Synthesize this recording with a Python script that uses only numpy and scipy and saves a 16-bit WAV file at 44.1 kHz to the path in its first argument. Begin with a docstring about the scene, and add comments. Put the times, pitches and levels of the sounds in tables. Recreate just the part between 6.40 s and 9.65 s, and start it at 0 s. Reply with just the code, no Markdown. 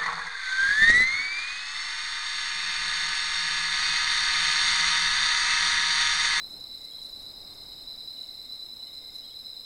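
"""Two near crickets chirp in pairs of wing strokes near 4 kHz, over a far crowd in night scrub.
Each stroke is a short tone that swells and sags in pitch. Other crickets trill higher up; small callers
peep and lisp. Far frogs and a bush cricket are pulsed bands of noise. An animal noses through leaf litter
in clumps of tiny cracks. Under it all: a low wash of air, hiss, insect haze and a faint hum."""
import sys
import numpy as np
from scipy import signal
from scipy.fft import rfft, irfft
from scipy.io import wavfile

SR = 44100
rng = np.random.default_rng(int(sys.argv[2]) if len(sys.argv) > 2 else 0)


def pcm_store(signal):
    """Save signal as 16-bit PCM."""
    levels = np.round(np.clip(np.atleast_2d(signal), -1, 1) * 32767)
    wavfile.write(sys.argv[1], SR, levels.astype(np.int16).T)


N = 143325

# air spectrum: freq_hz, density_db
AIR_SPECTRUM = [(15, -1.5), (31, -2.5), (45, -6), (100, -10.5), (180, -13), (290, -9), (400, -14.5),
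                (700, -14.5), (1200, -21), (1800, -27.5), (4000, -49.5), (16000, -66)]
# air level: time_s, level_db
AIR_ENVELOPE = [(0, -56), (.22, -56), (.3, -59), (.7, -57.5), (1.2, -55), (1.65, -59), (2.3, -59.5),
                (3.25, -60.5)]
# hiss spectrum: freq_hz, density_db
HISS_SPECTRUM = [(300, 4.5), (2000, -1), (3000, 2), (6000, 0.5), (9000, -2), (11000, 1), (13500, -1),
                 (15500, 1.5)]
# farthest insects: centre_hz, width_hz, level_db
HAZE_BANDS = [(2170, 380, -73.5), (3892, 220, -53), (7860, 620, -69), (10010, 250, -78), (11730, 800, -72)]
# steady tones: pitch_hz, level_db
HUM_TONES = [(238.6, -75.5), (476.7, -77.5), (653.7, -80.5)]
# trills: start_s, end_s, pitch_hz, level_db, strokes_per_s, sag_hz, rise_hz
TRILL_BOUTS = [(0.1, 2.2, 4620, -55.5, 28.1, 67, 228), (.75, 1.7, 4960, -49.5, 37, 260, 40),
               (2.45, 3.4, 4990, -51, 39, 270, 30), (-1.75, 3.4, 5030, -55.5, 34.4, 404, -5),
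               (-4.5, 3.6, 4440, -64.5, 24, 90, 38)]
# far crickets: pitch_hz, level_db
CROWD_VOICES = [(3670, -54.5), (3740, -55.5), (3800, -50), (3840, -53.5), (3885, -46), (3940, -48.5),
                (3975, -43.5)]
# looser near cricket: first_stroke_s, level_db
LOOSE_CHIRPS = [(.004, -33), (.112, -33.5), (.214, -33.5), (.319, -32.5), (.416, -33.5), (0.523, -33),
                (.624, -34), (.733, -35), (0.841, -36), (.945, -38), (1.48, -33.5), (1.582, -34.5),
                (1.683, -30.5), (1.783, -34.5), (1.89, -35.5), (1.996, -33), (2.101, -31), (2.199, -31),
                (2.304, -33.5), (2.4, -33.5), (2.555, -37.5), (2.661, -36), (2.761, -32.5), (2.866, -43.5),
                (2.969, -35), (3.069, -34.5), (3.17, -34.5)]
# high triller: time_s, strokes_per_s
TRILL_PACE = [(0, 37.75), (0.2, 35), (0.7, 31), (1.33, 32), (1.45, 41.95), (1.9, 40.4), (2.4, 36.4),
              (3.25, 32.5)]
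# leaf rustles: start_s, length_s, level_db
LEAF_RUSTLES = [(.09, .06, -61.5), (0.192, .03, -64), (.372, .015, -61), (.43, .04, -61),
                (.62, 0.07, -60.5), (0.813, 0.045, -62), (1.136, .03, -59.5), (1.219, 0.066, -62),
                (1.78, .15, -66), (2.134, 0.039, -67), (2.737, 0.091, -60.5)]
# leaf crack spectrum: freq_hz, density_db
LEAF_SPECTRUM = [(800, -17), (2500, -11), (6000, 4), (9000, 4), (12000, 4), (16000, -22)]
# small insect: start_s, level_db
INSECT_LISPS = [(0.0997, -64), (0.1974, -59), (0.404, -56), (0.5057, -57), (0.6105, -59), (0.7048, -56),
                (0.8435, -60), (0.9113, -67), (1.0141, -67), (1.1408, -69), (1.3234, -60), (1.4321, -61),
                (1.8183, -57), (1.9505, -63), (2.1954, -64), (2.5366, -58), (2.7142, -61), (2.8482, -66)]
# double peeps: first_peep_s, pitch_hz, level_db
PEEP_PAIRS = [(.525, 3305, -54.5), (1.33, 3020, -64), (1.775, 2985, -63), (2.41, 2980, -60),
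              (2.83, 2997, -61.5), (2.851, 3304, -51.5)]
# far frogs: start_s, length_s, level_db
FROG_RATTLES = [(.3, 0.32, -70), (1.0, .4, -74), (1.74, 0.43, -70.5), (2.42, 0.49, -70.5)]
# bush cricket: start_s, length_s, level_db
BUSH_BUZZES = [(.38, .54, -68.5)]


def amp(db):
    """Decibels to gain."""
    return 10 ** (np.asarray(db) / 20)


def unit(x):
    """Scale to rms 1."""
    return x / np.sqrt(np.mean(x ** 2) + 1e-20)


def add(mix, start_s, sound):
    """Mix in at start_s; drop what falls outside."""
    at = round(start_s * SR)
    sound = sound[max(-at, 0):]
    part = mix[max(at, 0):][:len(sound)]
    part += sound[:len(part)]


def colour(x, spectrum):
    """Filter by (freq_hz, gain_db) points."""
    hz, db = np.transpose(spectrum)
    bins_hz = np.fft.rfftfreq(len(x), 1 / SR)
    gain = amp(np.interp(np.log(bins_hz + 1), np.log(hz), db))
    return irfft(rfft(x) * gain, len(x))


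def band(centre_hz, width_hz):
    """Noise in a bell-shaped band, rms 1."""
    offset = (np.fft.rfftfreq(N, 1 / SR) - centre_hz) / width_hz
    return unit(irfft(rfft(rng.standard_normal(N)) * np.exp(-2 * offset ** 2), N))


def background():
    """Low wash of air, even hiss, far insect haze, faint hum."""
    t = np.arange(N) / SR
    air_gain = amp(np.interp(t, *np.transpose(AIR_ENVELOPE)))
    air = air_gain * unit(colour(rng.standard_normal(N), AIR_SPECTRUM))
    hiss = amp(-60) * unit(colour(rng.standard_normal(N), HISS_SPECTRUM))
    haze = sum(amp(db) * band(hz, width_hz) for hz, width_hz, db in HAZE_BANDS)
    hum = sum(amp(db) * unit(np.sin(2 * np.pi * (hz * t + rng.random()))) for hz, db in HUM_TONES)
    return air + hiss + haze + hum


def stroke(centre_s, length_s, pitch_hz, level_db, sag_hz, overtones_db=()):
    """Wing stroke or peep: a tone swells, sags and fades. Returns start_s, sound."""
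    progress = np.linspace(0, 1, max(int(length_s * SR), 2))
    scatter_db, scatter_hz, start_turns = rng.standard_normal(3) * (1.07, 10.3, 1)
    wobble = .004 * np.interp(progress, np.linspace(0, 1, 8), rng.standard_normal(8))
    sweep_hz = pitch_hz * (1 + wobble) + scatter_hz + sag_hz * (.5 - progress)
    phase = 2 * np.pi * (np.cumsum(sweep_hz) / SR + start_turns)
    tone = np.sin(phase) + sum(amp(db) * np.sin(k * phase) for k, db in enumerate(overtones_db, 2))
    swell = abs(np.sin(np.pi * progress)) ** 1.23
    return centre_s - length_s / 2, amp(level_db + scatter_db) * swell * tone


def trill_bouts(duty=.72, fade_s=.12, warm_up_s=.16):
    """Trills fade in and settle on pitch as the wings warm up."""
    out = np.zeros(N)
    for start_s, end_s, hz, db, strokes_per_s, sag_hz, rise_hz in TRILL_BOUTS:
        for age_s in np.arange(0, end_s - start_s, 1 / strokes_per_s):
            pitch_hz = hz - rise_hz * np.exp(-age_s / warm_up_s)
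            at_s, sound = stroke(start_s + age_s, duty / strokes_per_s, pitch_hz, db, sag_hz,
                                 overtones_db=(-21.5, -34))
            add(out, at_s, sound * min(age_s / fade_s, 1))
    return out


def cricket_crowd(chirps=36, period_s=.107, gap_s=.03):
    """Far crickets, three strokes a chirp, each on its own pitch and beat."""
    out = np.zeros(N)
    for hz, db in CROWD_VOICES:
        intervals = rng.uniform(.95, 1.05) + rng.normal(0, .03, chirps)
        beats = np.cumsum(intervals) - 2 - rng.random()  # already under way at 0 s
        for chirp_s in beats * period_s:
            for k in range(3):
                add(out, *stroke(chirp_s + k * gap_s, length_s=.022, pitch_hz=hz, level_db=db,
                                 sag_hz=109, overtones_db=(-27, -24.5)))
    return out


def steady_cricket(first_s=-.0695, period_s=.1045, gap_s=.034):
    """Near cricket: stroke pairs in strict time."""
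    out = np.zeros(N)
    for chirp_s in np.arange(first_s, N / SR, period_s):
        for centre_s in (chirp_s, chirp_s + gap_s):
            add(out, *stroke(centre_s, length_s=.027, pitch_hz=4113, level_db=-37.5,
                             sag_hz=40.4, overtones_db=(-24, -25)))
    return out


def loose_cricket(gap_s=.031):
    """Its neighbour: slightly lower stroke pairs that drift in and out of step with it."""
    out = np.zeros(N)
    for chirp_s, db in LOOSE_CHIRPS:
        for centre_s in (chirp_s, chirp_s + gap_s):
            add(out, *stroke(centre_s, length_s=.026, pitch_hz=4006, level_db=db,
                             sag_hz=49.4, overtones_db=(-36, -33.5)))
    return out


def high_triller():
    """Unbroken trill of falling sweeps; hurries in the middle."""
    out = np.zeros(N)
    strokes_per_s = np.interp(np.arange(N) / SR, *np.transpose(TRILL_PACE))
    turns = np.cumsum(strokes_per_s) / SR + .28
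    for centre_s in np.flatnonzero(np.diff(np.floor(turns))) / SR:
        add(out, *stroke(centre_s, length_s=.022, pitch_hz=5196, level_db=-50.5, sag_hz=498))
    return out


def leaf_litter(cracks_per_s=2500):
    """Clumps of tiny cracks as an animal pushes dry litter aside."""
    t = np.arange(N) / SR
    sizes = rng.standard_normal(N) * amp(-1.5 * np.minimum(rng.exponential(1, N), 3))
    cracks = sizes * (rng.random(N) < cracks_per_s / SR)
    envelope = sum(amp(db) * np.sin(np.pi * np.sqrt(np.clip((t - start_s) / length_s, 0, 1)))
                   for start_s, length_s, db in LEAF_RUSTLES)
    return envelope * unit(colour(cracks, LEAF_SPECTRUM))


def small_callers(peep_gap_s=.068, lisp_s=.016, lisp_trim_db=-1):
    """Double peeps below the chorus, short lisps above it."""
    out = np.zeros(N)
    for first_s, hz, db in PEEP_PAIRS:
        for centre_s in (first_s, first_s + peep_gap_s):
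            add(out, *stroke(centre_s, length_s=.03, pitch_hz=hz, level_db=db, sag_hz=80))
    for start_s, db in INSECT_LISPS:
        add(out, *stroke(start_s + lisp_s / 2, lisp_s, pitch_hz=6920, level_db=db + lisp_trim_db,
                         sag_hz=456))
    return out


def rattles(calls, centre_hz, width_hz, pulses_per_s):
    """Frog or bush cricket: fast pulse trains in one narrow resonance."""
    t = np.arange(N) / SR
    envelope = sum(amp(db) * np.sqrt(np.maximum(1 - (2 * (t - start_s) / length_s - 1) ** 2, 0))
                   for start_s, length_s, db in calls)
    pulses = 1 + np.sin(2 * np.pi * pulses_per_s * t)
    return envelope * unit(band(centre_hz, width_hz) * pulses)


def scrub(x, wet_db, t60_s=.24):
    """Short, sparse scatter off ground and bushes."""
    t = np.arange(SR // 2) / SR
    taps = rng.standard_normal(len(t)) * (rng.random(len(t)) < .05) * amp(-60 * t / t60_s)
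    wet = unit(signal.fftconvolve(x, taps)[:N]) * np.std(x)
    return (x + amp(wet_db) * wet) / np.sqrt(1 + amp(wet_db) ** 2)


def scene():
    """Mono mix: near singers fairly dry, the far crowd blurred by scrub."""
    mix = background() + leaf_litter()
    mix += rattles(FROG_RATTLES, centre_hz=2104, width_hz=99, pulses_per_s=52)
    mix += rattles(BUSH_BUZZES, centre_hz=9890, width_hz=350, pulses_per_s=81)
    mix += scrub(steady_cricket() + loose_cricket(), wet_db=-5)
    mix += scrub(small_callers(), wet_db=-4)
    mix += scrub(cricket_crowd(), wet_db=.5)
    mix += scrub(high_triller(), wet_db=-3)
    mix += scrub(trill_bouts(), wet_db=-8)
    return mix[None]


def record(dry):
    """Steep low-pass."""
    cutoff_hz = 15850
    taps = signal.firwin(801, cutoff_hz, window=("kaiser", 9), fs=SR)
    return signal.oaconvolve(dry, taps[None], "same")


dry = scene()
out = record(dry)
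pcm_store(out)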